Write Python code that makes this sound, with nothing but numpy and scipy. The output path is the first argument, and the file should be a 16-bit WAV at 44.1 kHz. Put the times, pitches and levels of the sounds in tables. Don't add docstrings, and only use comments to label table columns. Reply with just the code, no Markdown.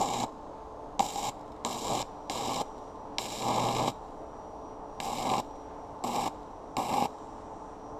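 import sys
import numpy as np
from scipy import signal
from scipy.fft import rfft, irfft
from scipy.io import wavfile
from scipy.ndimage import uniform_filter1d

SR = 44100
rng = np.random.default_rng(int(sys.argv[2]) if len(sys.argv) > 2 else 0)


def unload_wav(signal):
    wavfile.write(
        sys.argv[1],
        SR,
        np.round(np.clip(np.atleast_2d(signal).T, -1, 1) * 32767).astype(np.int16),
    )


N = 352359


def undb(db):
    return 10 ** (np.asarray(db) / 20)


def unit(x):
    return x / np.sqrt(np.mean(x ** 2))


def seconds():
    return np.arange(N) / SR


def walk(rate_hz):
    hold = int(SR / rate_hz)
    steps = np.repeat(rng.standard_normal(N // hold + 1), hold)
    return 1.2 * uniform_filter1d(steps, hold)[:N]


def curve(table, column=1):
    columns = np.transpose(table)
    return np.interp(seconds(), columns[0], columns[column])


def ring(x, modes, tilt_db=0):
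    out = 0
    for k, (hz, width_hz, db) in enumerate(modes):
        b, a = signal.iirpeak(hz, hz / width_hz, fs=SR)
        tone = signal.lfilter(b, a, signal.lfilter(b, a, x))
        out = out + (-1) ** k * undb(db + tilt_db * np.log2(hz / 4000)) * tone
    return out


def bursts(times, gains, decay_s):
    t = np.arange(600) / SR
    out = np.zeros(N + len(t))
    noises = rng.standard_normal((len(times), len(t)))
    for start_s, gain, noise in zip(times, gains, noises):
        i = int(start_s * SR)
        spike = -1.58 * np.exp(-t / 0.00011)
        out[i:i + len(t)] += gain * (noise + spike) * np.exp(-t / decay_s)
    return out[:N]


# strike t/s, crack level/dB, thump above crack/dB, length t/s, pool melts after t/s, flare/dB,
# sizzle on cold steel and on the pool/dB, sputter on cold steel and on the pool/dB,
# hum/dB, hum's octave/dB, treble tilt/dB per octave, tube ring/dB, frame ring/dB, hump/dB, last surge/dB
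WELD_STITCHES = [ (-0.02, -15, -3, 0.262, 0.095, 23, -43, -40.5, -34.5, -35, -46.5, -39.5, 0.8, 3.5, 2, 3.5, 7.5),
                 (0.9937, -15, -7, 0.3, 0.21, 19.5, -44, -39, -42.5, -35, -48.5, -52, 2.5, 4, 7.5, 2.5, 1.5),
                 (1.6488, -11, -4, 0.37, 0.23, 10.5, -43.5, -36.5, -40, -31, -54, -43, 1.2, 2, -6.5, 2, -4),
                 (2.2973, -12.5, -6, 0.32, 0.024, 0, -41.5, -39.5, -35, -32, -64, -46, 1, 1.5, -4, 0.7, 3.5),
                 (3.1838, -11, -7, 0.72, 0.24, 2.1, -42, -39.5, -39.5, -28, -42, -44, 1.1, 4, -4.5, 0.2, -4.5),
                 (5.0016, -13.5, -3, 0.401, 0.19, -5.5, -44, -41, -35, -30, -59, -38.5, 2.2, 6, 1, -1, -1.5),
                 (6.0388, -19, 0, 0.24, 0.078, 5.5, -47, -41.5, -34.5, -29.5, -56, -37, 3.3, 8, 1.5, -1.2, -1),
                 (6.7676, -16, -3, 0.29, 0.1, 13, -46.5, -43, -39, -31, -63, -46, 4.3, 10.5, 3, -3, 4.5), ]
STITCH_COLUMNS = ("strike crack thump length melt flare cold_sizzle pool_sizzle cold_sputter pool_sputter "
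                  "hum octave tilt tube frame hump surge").split()


def seam(name):
    rows = np.array(WELD_STITCHES)
    current = np.searchsorted(rows[:, 0], seconds(), "right") - 1
    return rows[np.maximum(current, 0), STITCH_COLUMNS.index(name)]


def molten():
    takeover_s = 0.034
    since_melt = seconds() - seam("strike") - seam("melt")
    return (1 + np.tanh(since_melt / takeover_s / 2)) / 2


# f/Hz, width of one pass/Hz, level/dB
TREBLE_MODES = [(1654, 157, -5.5), (2264, 455, 0.8), (2774, 252, -3), (3130, 530, 1.5), (3833, 510, 5.5),
                (4670, 2250, -6), (5470, 1400, 0), (6400, 1000, -7), (7270, 755, 0.5), (8150, 1900, -9.5),
                (10340, 640, -15.5), (11100, 970, -16.5), (12460, 550, -12.5), (14300, 1100, -21)]


def bright(x):
    cold_tilt_db = 2.2
    tilt_db = seam("tilt") + cold_tilt_db * (1 - molten())
    tube = undb(seam("tube")) * ring(x, TREBLE_MODES[:3], tilt_db)
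    middle = ring(x, TREBLE_MODES[3:7], tilt_db)
    hump = undb(seam("hump")) * ring(x, TREBLE_MODES[7:9], tilt_db)
    top = ring(x, TREBLE_MODES[9:], tilt_db)
    return tube - middle - hump - top


# f/Hz, width of one pass/Hz, level/dB
BODY_MODES = [(254, 152, -8), (811.6, 136, 3.5), (1063, 220, 2.5)]


def dull(x):
    puff_low_hz, body_top_hz = 175, 1068
    puff = signal.sosfilt(signal.butter(2, puff_low_hz, "high", fs=SR, output="sos"), x)
    boom = ring(x, BODY_MODES[:1])
    frame = undb(seam("frame")) * ring(x, BODY_MODES[1:2]) - ring(x, BODY_MODES[2:])
    edge = signal.cheby1(5, 1, body_top_hz, fs=SR, output="sos")
    return signal.sosfilt(edge, 0.69 * puff + boom + frame)


def burn():
    settle_s, flare_s, surge_s = 0.0034, 0.032, 0.017
    release_db_per_s, flare_sizzle_share = 1502, 0.24
    cold_hum_db, cold_octave_db, surge_hum_db = -28, -4, 5.5
    age = seconds() - seam("strike")
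    left = seam("length") - age
    pool = molten()
    cold = 1 - pool
    surge = np.exp(-abs(left) / surge_s)
    swell_db = seam("flare") * np.exp(-age / flare_s) + seam("surge") * surge
    on = np.clip(age / settle_s, 0, 1) * undb(release_db_per_s * np.clip(left, -1, 0))
    sizzle_db = cold * seam("cold_sizzle") + pool * seam("pool_sizzle") + flare_sizzle_share * swell_db
    sputter_db = cold * seam("cold_sputter") + pool * seam("pool_sputter") + swell_db + 2 * walk(25)
    hum_db = seam("hum") + cold * cold_hum_db + swell_db + surge_hum_db * surge
    octave_db = seam("octave") + cold * cold_octave_db + swell_db
    return on * undb([sizzle_db, sputter_db, hum_db, octave_db])


def arc():
    ripple_hz, spits_per_s = 120, 500
    t = seconds()
    sizzle, sputter, hum, octave = burn()
    turns = ripple_hz * t + 0.061 * walk(60)
    cycle = np.maximum.accumulate(np.clip(turns, 0, None).astype(int))
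    hiss_strength, kick_strength = rng.standard_normal((cycle.max() + 1, 2))[cycle].T
    puff = np.exp(-(turns % 1) / 0.75)
    grit = undb(2.33 * rng.exponential(size=N)) * rng.standard_normal(N)
    spit = -1.0 * (rng.random(N) < spits_per_s / SR) * undb(3.2 * rng.standard_normal(N))
    pulsed_grit = (0.75 + puff * undb(3.9 * hiss_strength)) * grit
    hiss = unit(bright(pulsed_grit)) + 0.61 * unit(bright(spit))
    kick = -1.0 * np.diff(cycle, prepend=0) * undb(1.56 * kick_strength)
    body = unit(dull(kick + 0.55 * spit)) + 0.45 * unit(dull(grit))
    tones = hum * np.sin(2 * np.pi * ripple_hz * t)
    tones = tones + octave * np.sin(4 * np.pi * ripple_hz * t + 1)
    return sizzle * unit(hiss) + sputter * unit(body) + tones


# f/Hz, relative level/dB per Hz
FAN_AIR_COLOUR = [(20, -1), (150, -12), (250, -9), (295, -2), (350, -10.5), (600, -5), (880, -4),
                  (1150, -12.5), (1500, -25.5), (2300, -35.5), (4400, -39.5), (8000, -45.5), (12000, -57),
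                  (14000, -64)]
# f/Hz, level/dB rms about which each wavers
FAN_TONES = [(290.7, -60.5), (436.0, -54.5), (812.9, -84), (877.5, -56), (1044, -60)]


def fan():
    air_db, flicker_db = -44, 1.1
    hz_points, db_points = np.transpose(FAN_AIR_COLOUR)
    f = np.maximum(np.fft.rfftfreq(N, 1 / SR), 1)
    colour = undb(np.interp(np.log(f), np.log(hz_points), db_points))
    air = 0
    for octave in np.arange(4, 15):
        share = np.sqrt(np.clip(1 - abs(np.log2(f) - octave), 0, 1))
        band = irfft(rfft(rng.standard_normal(N)) * colour * share, N)
        air = air + undb(flicker_db * walk(9)) * band
    turns = np.cumsum(1 + 0.00374 * walk(8)) / SR
    tones = 0
    for hz, db in FAN_TONES:
        tones = tones + np.sqrt(2) * undb(db + 1.54 * walk(11)) * np.sin(2 * np.pi * hz * turns)
    return undb(air_db) * unit(air) + tones


# t/s, level/dB of the sharp resonance, of its broad neighbour, of the upper resonances
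CICADA_SONG = [(1.6, -95, -95, -95), (2.1, -78, -89, -88), (2.7, -66.5, -78, -77), (3.1, -76, -86, -86),
               (4.2, -80, -88, -82), (4.9, -71, -85, -84), (5.6, -71.5, -79, -84), (6.5, -81, -75.5, -83),
               (7.2, -76, -70.5, -73), (7.55, -78, -74, -74), (7.99, -74, -74, -81)]
# f/Hz, width of one pass/Hz, level within its group/dB
TYMBAL_MODES = [(5790, 140, 0), (5740, 700, 0), (6350, 300, -3), (6850, 300, -6), (7500, 450, 0),
                (8720, 450, -5)]


def insects():
    click_hz, fastest_s, sag_hz_per_s2 = 200.15, 3, 0.32
    wind_down_s, wind_down_hz_per_s = 7.5, 19
    steady_waver, tired_waver, tires_s = 0.00027, 0.00236, 6.1
    far_db, far_fade_db_per_s2 = -79, 2
    now = seconds()
    hz = click_hz - sag_hz_per_s2 * (now - fastest_s) ** 2
    hz = hz - wind_down_hz_per_s * np.maximum(now - wind_down_s, 0)
    waver = np.where(now < tires_s, steady_waver, tired_waver) * walk(25)
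    turns = np.cumsum(hz * (1 + waver)) / SR
    clicks = sum(undb(1.6 * walk(14)) * np.cos(2 * np.pi * k * turns) for k in range(26, 48))
    t = np.arange(SR // 2) / SR
    trees = rng.standard_normal(len(t)) * undb(-60 * t / 0.8)
    clicks = clicks + 0.3 * signal.fftconvolve(clicks, trees / np.linalg.norm(trees))[:N]
    song = 0
    for column, modes in enumerate([TYMBAL_MODES[:1], TYMBAL_MODES[1:2], TYMBAL_MODES[2:]], start=1):
        song = song + undb(curve(CICADA_SONG, column)) * unit(ring(clicks, modes))
    far = unit(ring(rng.standard_normal(N), [(6400, 810, 0)]))
    return song + undb(far_db - far_fade_db_per_s2 * now ** 2) * far


def blows(table, decay_s):
    crack_trim_db, thump_trim_db = -1, 5
    times, crack_db, thump_db = np.transpose(table)
    crack = uniform_filter1d(bursts(times, undb(crack_db), decay_s), size=3)
    thump = bursts(times, undb(crack_db + thump_db), 2 * decay_s)
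    return undb(crack_trim_db) * bright(crack) + undb(thump_trim_db) * dull(thump)


# t/s, crack level/dB, thump above crack/dB
DROPLET_POPS = [(0.1466, -23, 3.8), (0.2306, -21.5, -9), (0.014, -21, 7), (1.0039, -14, 2),
                (1.0068, -28, 6), (1.1583, -26, 3.5), (1.2286, -22, -3), (1.292, -30, 7),
                (1.7459, -25, 7.5), (1.881, -20, -1.1), (1.953, -26, 7), (2.026, -21.5, 10),
                (2.6121, -25.5, 8.5), (3.255, -25, 3), (3.3862, -26, -9), (3.4221, -19, -1),
                (3.5974, -20, -4), (3.6865, -27, 3), (3.7651, -24, 8), (3.7963, -26, 12.5),
                (3.8199, -29, 7), (3.8791, -21.5, 11.5), (5.1294, -31, 11), (5.174, -24, 0),
                (5.255, -25, 7.5), (5.2993, -22.5, -8), (5.3168, -30, 4), (5.3376, -18, 5),
                (5.3808, -19, 0), (6.162, -30, 8), (6.264, -29, 14), (6.277, -30, 8), (6.843, -54, 3),
                (6.9391, -25.5, 14), (6.98, -26, 12), (7.0235, -22.5, 15)]


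def pops():
    return blows(DROPLET_POPS, decay_s=0.00062)


# t/s, level/dB
GRAVEL_SPATTER = [(1.3798, -44), (1.4097, -38), (1.4775, -43), (1.519, -36.5), (1.5624, -42), (2.2727, -45),
                  (2.6798, -44.5), (5.5094, -45), (5.5568, -43), (6.3445, -43), (7.9104, -54)]


def cooling():
    fry_db, spatter_cut_db = -67, -12
    t = seconds()
    heat = 0
    for strike_s, _, _, length_s, *_ in WELD_STITCHES:
        since_end = t - strike_s - length_s
        heat = heat + (since_end > 0) * np.exp(-abs(since_end) / 0.3)
    patter = undb(3.4 * rng.exponential(size=N)) * rng.standard_normal(N) * undb(0.83 * walk(66))
    times, db = np.transpose(GRAVEL_SPATTER)
    ticks = ring(bursts(times, undb(db), 0.0042), TREBLE_MODES)
    return undb(fry_db) * heat * unit(ring(patter, TREBLE_MODES)) + undb(spatter_cut_db) * ticks


def strikes():
    return blows([row[:3] for row in WELD_STITCHES if row[0] >= 0], decay_s=0.0005)


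def yard(x):
    tail_db = -19
    t = np.arange(int(SR / 4)) / SR
    tail = rng.standard_normal(len(t)) * undb(-60 * t / 0.24) * (t > 0.004)
    return x + undb(tail_db) * signal.fftconvolve(x, tail / np.linalg.norm(tail))[:N]


# f/Hz, width/Hz
HOUSING_NOTCHES = [(1430, 198), (1950, 130), (4420, 150), (6150, 330), (9350, 390)]


def housing(x):
    for hz, width_hz in HOUSING_NOTCHES:
        b, a = signal.iirnotch(hz, hz / width_hz, fs=SR)
        x = signal.lfilter(b, a, x)
    return x


def scene():
    weld = arc() + pops() + cooling() + strikes()
    return (housing(yard(weld)) + fan() + insects())[None]


def record(dry):
    return signal.sosfilt(signal.ellip(8, 0.2, 70, 15500, fs=SR, output="sos"), dry)


dry = scene()
out = record(dry)
unload_wav(out)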